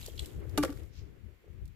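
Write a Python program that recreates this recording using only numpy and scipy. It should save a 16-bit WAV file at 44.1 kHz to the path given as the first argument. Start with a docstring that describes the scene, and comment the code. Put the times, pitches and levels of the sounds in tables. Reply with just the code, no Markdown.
"""Outdoors on sandy ground, a thin stream of drink spatters, rings in tiny bubbles and runs out.
The emptied plastic bottle is dropped, bounces against another and settles: the impacts excite the
modes of the walls and the resonance of the air inside. A hand then scrapes a bottle off the sand.
Light wind buffets the microphone over a faint outdoor background."""
import sys
import numpy as np
from scipy import signal
from scipy.fft import rfft, irfft, next_fast_len
from scipy.io import wavfile

SR = 44100
rng = np.random.default_rng(int(sys.argv[2]) if len(sys.argv) > 2 else 0)


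def unload_wav(signal):
    """Save mono or channel-first audio to the path in sys.argv[1] as 16-bit WAV at rate SR, clipped to [-1, 1]."""
    wavfile.write(
        sys.argv[1],
        SR,
        np.round(np.clip(np.atleast_2d(signal).T, -1, 1) * 32767).astype(np.int16),
    )


N = 77175
T = np.arange(N) / SR


def undb(db):
    """Amplitude grows tenfold for every 20 dB."""
    return 10 ** (np.asarray(db) / 20)


def curve(rows):
    """An amplitude envelope joins (seconds, dB) points by straight lines in decibels."""
    return undb(np.interp(T, *np.array(rows).T))


def pan(db):
    """A level difference, left minus right, places a sound to one side."""
    return undb(np.array([[db], [-db]]) / 2)


def fade(start, t60):
    """Exponential decay: after a sudden onset the level falls 60 dB in t60 seconds."""
    return (T >= start) * np.exp(-np.log(1000) * np.maximum(T - start, 0) / t60)


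def noise(correlation=0):
    """A common and an opposed part add to two partly correlated channels of white noise."""
    mid, side = rng.standard_normal((2, N))
    opposed = np.array([side, -side])
    return (np.sqrt(1 + correlation) * mid + np.sqrt(1 - correlation) * opposed) / np.sqrt(2)


def grains(rough, correlation=0):
    """Log-normal amplitude modulation breaks noise into grains 20 samples long."""
    size = np.exp(rough * np.repeat(rng.standard_normal(N // 20 + 1), 20)[:N] - rough ** 2)
    return noise(correlation) * size


def colour(x, points):
    """A minimum-phase filter through (Hz, dB) points shapes white noise and conserves its power."""
    hz, db = np.array(points).T
    n = 2 * next_fast_len(N)
    gain = undb(np.interp(np.log(np.arange(n // 2 + 1) * SR / n + 1), np.log(hz), db))
    cepstrum = irfft(np.log(gain / np.sqrt(np.mean(gain ** 2))))
    cepstrum[1:n // 2] *= 2  # folding makes the filter causal
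    cepstrum[n // 2 + 1:] = 0
    return irfft(rfft(x, n) * np.exp(rfft(cepstrum)))[..., :N]


def wind():
    """Turbulent pressure on the microphone rumbles, mostly on the left, in gusts and single buffets."""
    # Each row: time in seconds, relative level in dB.
    gust_levels = [(0.0, -43), (0.096, -50), (0.214, -44), (0.326, -51), (0.38, -37.5), (0.438, -45.5),
                   (0.588, -44), (0.692, -47), (0.764, -45.5), (0.944, -54), (0.994, -45.5), (1.174, -54),
                   (1.256, -45.5), (1.412, -74), (1.506, -47), (1.602, -45.5), (1.636, -42.5), (1.75, -56)]
    # Each row: frequency in Hz, relative level in dB.
    spectrum = [(20, -17.5), (45, -7), (72, -1.5), (110, -8), (170, -17.5), (250, -26), (500, -42.5),
                (1500, -73.5)]
    # Each row: centre in seconds, frequency in Hz, level in dB, left minus right in dB.
    buffets = [(0.223, 63, -40.5, 28), (0.38, 55.7, -31.5, 5), (0.475, 108, -44, 25),
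               (0.548, 92, -41, 23.5), (.6, 151, -37.5, 11), (0.83, 78.4, -44, 22), (0.997, 79.5, -41, 8),
               (1.645, 73.7, -36.5, -1)]
    buffet_width_s = 0.011
    out = colour(noise(), spectrum) * curve(gust_levels) * undb(-5.5) * pan(21)
    for s, hz, db, side in buffets:
        envelope = np.exp(-((T - s) / buffet_width_s) ** 2 / 2)
        out += undb(db) * pan(side) * envelope * np.cos(2 * np.pi * hz * (T - s))
    return out


def open_air():
    """Moving air flutters as low noise with random amplitude modulation, over a steady background."""
    # Each row: time in seconds, mean level in dB.
    flutter_levels = [(0, -67.5), (.22, -50), (.32, -54.5), (.5, -51.5), (.8, -54.5), (.93, -66),
                      (1.05, -61.5), (1.36, -71.5), (1.53, -65), (1.75, -73.5)]
    # Each row of both spectra: frequency in Hz, relative level in dB.
    flutter_spectrum = [(100, -23), (220, -6), (380, 2), (550, -9.5), (900, -23), (2000, -23.5),
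                        (8000, -54.5)]
    background_spectrum = [(100, 10), (400, -4), (900, -1.5), (2200, 3), (4000, -8.5), (6000, -15),
                           (9000, -27), (12000, -16.5), (16000, -11.5)]
    puffs_per_s = 35
    flutter = colour(noise(correlation=0.11), flutter_spectrum) * curve(flutter_levels)
    puff_db = 3.6 * np.interp(T * puffs_per_s, np.arange(N), rng.standard_normal(N))
    background = colour(noise(correlation=0.065), background_spectrum) * undb(-70)
    return flutter * undb(puff_db) + background


def bubble(s, hz, t60):
    """Air trapped in liquid is a damped oscillator; its pitch rises as it rings."""
    glide_per_s = 8.1  # as a share of the starting pitch
    live = (T >= s) & (T < s + 2 * t60)
    age = T[live] - s
    lag_s = np.array([[0], [rng.standard_normal() * .00005]])  # between the channels
    envelope = np.clip(age * hz / 2, 0, 1) * np.exp(-np.log(1000) * age / t60)
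    out = np.zeros((2, N))
    out[:, live] = envelope * np.sin(2 * np.pi * hz * (age + lag_s + glide_per_s * age ** 2 / 2))
    return out


def stream():
    """Many small impacts on the ground merge into a fizz, in which fine drops ring as bubbles."""
    # Each row: time in seconds, level in dB.
    levels = [(0, -52), (.07, -55), (.14, -61.5), (.24, -56), (.33, -64), (.42, -72), (.55, -66.5),
              (.8, -64.5), (.92, -79), (1.75, -80.5)]
    # Each row: frequency in Hz, relative level in dB.
    spectrum = [(400, 2), (1500, -5), (2300, 0), (3300, 3), (5500, -4), (7500, 2), (9000, -8), (12000, 2.5),
                (16000, -11.5)]
    drop_count, centre_hz, t60_cycles, stream_ends_s = 70, 5800, 30.5, .36
    fizz = colour(grains(rough=0.49), spectrum)
    for when, pitch, size in rng.standard_normal((drop_count, 3)):
        hz = centre_hz * 2 ** np.tanh(pitch)
        above_fizz_db = 7.5 + 2.9 * size
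        fizz += undb(above_fizz_db) * bubble(stream_ends_s * (when % 1), hz, t60_cycles / hz)
    return fizz * curve(levels)


def large_drops():
    """Air entrainment: each larger drop traps a ringing bubble and throws a burst of spray."""
    # Each row: start in seconds, frequency in Hz, level in dB, T60 in seconds.
    drops = [(0.029, 3930, -41, 0.016), (0.061, 4250, -42, 0.01), (0.075, 4400, -41.5, 0.014),
             (.080, 426, -40, 0.047), (.083, 584, -39, 0.025), (.1775, 4100, -40.5, 0.012),
             (.181, 3270, -39.5, 0.012), (0.193, 3310, -32, 0.016), (0.1935, 3940, -30.5, 0.018),
             (0.1958, 8030, -30.5, 0.0087), (0.201, 3050, -40, 0.011), (0.2471, 2850, -43, 0.013)]
    spray_db = -7
    out = 0
    for s, hz, db, t60 in drops:
        spray = colour(noise(), [(hz / 3, -36), (hz / 2, -20), (hz, 0), (hz * 2, -22)])
        out += undb(db) * (bubble(s, hz, t60) + undb(spray_db) * fade(s, t60) * spray)
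    return out


def ticks():
    """Brief impacts of spatter and grit radiate broadband ticks."""
    # Each row: start in seconds, level in dB.
    impacts = [(0.0621, -37), (0.2586, -41.5), (0.495, -53), (0.834, -59), (1.655, -57), (1.678, -59.5)]
    # Each row: frequency in Hz, relative level in dB.
    spectrum = [(500, -8), (2000, -20), (4000, -1), (7000, -4.5), (12000, -4), (16000, -8.5)]
    envelope = sum(undb(db) * fade(s, t60=0.025) for s, db in impacts)
    return colour(noise() * envelope, spectrum)


def ring(blows, modes):
    """Modal superposition: each blow excites damped modes, which run sharp until the dent relaxes."""
    sharp_share, relax_s, contact_s = 0.054, .007, 0.00058
    warped_time = T + sharp_share * relax_s * (1 - np.exp(-T / relax_s))
    response = 0
    for k, (hz, db, t60) in enumerate(modes):
        polarity = (-1) ** k  # neighbouring modes swing in opposite directions
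        response += polarity * undb(db) * fade(0, t60) * np.sin(2 * np.pi * hz * warped_time)
    impulses = np.zeros(N)
    for s, db in blows:
        impulses[int(s * SR)] += undb(db)
    return signal.fftconvolve(impulses, response * (1 - np.exp(-T / contact_s)))[:N]


def hand_bumps():
    """Soft contact with the hand excites only low, heavily damped modes of a bottle."""
    # Each row: start in seconds, level in dB.
    grips = [(.385, -49), (.452, -41.5), (1.441, -52), (1.478, -53)]
    # Each row: frequency in Hz, relative level in dB, T60 in seconds.
    modes = [(401, 2, 0.024), (532, -5.5, 0.029), (720, -12, 0.028)]
    return ring(grips, modes)


def bottle_knocks():
    """Impacts set the dropped bottle's wall, its stiff neck and the other bottle in free vibration."""
    # Each row of these three: start in seconds, level in dB.
    wall_blows = [(.5770, -23.5), (0.6919, -45)]
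    neck_blows = [(.6278, -32.5), (.6375, -43), (.6485, -44.5), (.6532, -41), (.6790, -48), (.7720, -54)]
    neighbour_blows = [(.6340, -25.5), (.6470, -34), (.723, -53)]
    # Each row of these three: frequency in Hz, relative level in dB, T60 in seconds.
    wall_modes = [(379, -7.5, 0.098), (418.4, -3.5, 0.085), (598, -4.5, 0.049), (732, -7.5, 0.053),
                  (779, -11, 0.052), (859, -6.5, 0.068), (1161, -10, 0.13), (1295, -4, 0.023),
                  (1423, -6, 0.031), (1480, -8, 0.021), (2120, -22, 0.06), (2367, -24.5, 0.17),
                  (2786, -13, 0.055)]
    neck_modes = [(1540, 0.5, 0.019), (1828, -5, 0.031), (2040, -4, 0.025), (2240, -8.5, 0.037)]
    neighbour_modes = [(337.8, -5, 0.14), (479, -8, 0.15), (527.7, -1, 0.094), (620, -5, 0.051),
                       (782, -5, 0.04), (1124, -0.5, 0.033), (1341, -1.5, 0.03), (1420, -3.5, 0.031)]
    dropped = ring(wall_blows, wall_modes) + ring(neck_blows, neck_modes)
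    return dropped + ring(neighbour_blows, neighbour_modes)


def crackle():
    """Thin plastic crackles at each contact, a broadband transient that decays quickly."""
    # Each row: start in seconds, level in dB.
    contacts = [(0.576, -24), (.5800, -27.5), (0.584, -39), (0.6276, -33), (0.6316, -31), (.6348, -25.5),
                (0.6479, -30.5), (.653, -41.5), (.7030, -43.5), (0.726, -46), (0.774, -52.5)]
    # Each row: frequency in Hz, relative level in dB.
    spectrum = [(200, 14.5), (900, -3.5), (1400, 10), (1900, 3), (3000, 2.5), (4500, 2.5), (6000, 0),
                (9000, -2), (12500, -1), (15500, -10)]
    envelope = sum(undb(db) * fade(s, t60=0.021) for s, db in contacts)
    return colour(envelope * grains(rough=0.38, correlation=-.05), spectrum)


def hollow_note():
    """Cavity resonance: the air in the bottle sounds on a square landing until the next touch damps it."""
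    # Each row: start in seconds, frequency in Hz, level in dB, time until damping in seconds.
    notes = [(0.5777, 293.5, -19.5, 0.053), (0.6901, 286, -27, 0.0057)]
    rise_s, free_t60_s, damping_t60_s = 0.0061, 0.35, 0.13
    out = 0
    for s, hz, db, held in notes:
        age = np.maximum(T - s, 0)
        envelope = (1 - np.exp(-age / rise_s)) * fade(s, free_t60_s)
        damping = undb(-60 * np.maximum(age - held, 0) / damping_t60_s)
        out += undb(db) * envelope * damping * np.sin(2 * np.pi * hz * age)
    return out


def sand_scrape():
    """Friction noise swells as a bottle slides faster; once it lifts, sand trickles off it."""
    # Each row: frequency in Hz, relative level in dB.
    spectrum = [(500, -27), (2500, -6.5), (5300, -3), (7500, -13), (9000, -28), (12000, -17), (16000, -27)]
    lift_s, swell_s = .985, 0.038
    width = np.where(T < lift_s, swell_s, swell_s / 2)
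    slide = undb(-61) * np.exp(-((T - lift_s) / width) ** 2 / 2)
    trickle = undb(-66) * fade(lift_s, t60=0.36)
    return np.hypot(slide, trickle) * colour(grains(rough=0.48), spectrum)  # their powers add


def echo(x):
    """Scattering from the surroundings returns a weak, short, diffuse tail."""
    # Each row: frequency in Hz, relative level in dB.
    spectrum = [(100, -26.5), (350, 7), (700, -12), (1500, -3), (4000, -6.5), (8000, -4), (15000, -4.5)]
    tail = colour(noise(correlation=0.14) * fade(start=0.0043, t60=0.28), spectrum)
    tail /= np.sqrt(np.sum(tail ** 2) / 2)
    return undb(-12) * signal.fftconvolve(x, tail, axes=1)[:, :N]


def scene():
    """Superposition: the near sounds and their echo add to the dry hollow note and the outdoor air."""
    bottle_pan = pan(1.6)
    near = bottle_knocks() * bottle_pan + crackle()
    near += stream() + large_drops() + ticks()
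    near += hand_bumps() + sand_scrape()
    return near + echo(near) + hollow_note() * bottle_pan + wind() + open_air()


def record(dry):
    """Band limiting: a steep elliptic low-pass filter removes the highest treble."""
    cutoff_hz = 15400
    return signal.sosfilt(signal.ellip(8, .2, 70, cutoff_hz, fs=SR, output="sos"), dry)


dry = scene()
out = record(dry)
unload_wav(out)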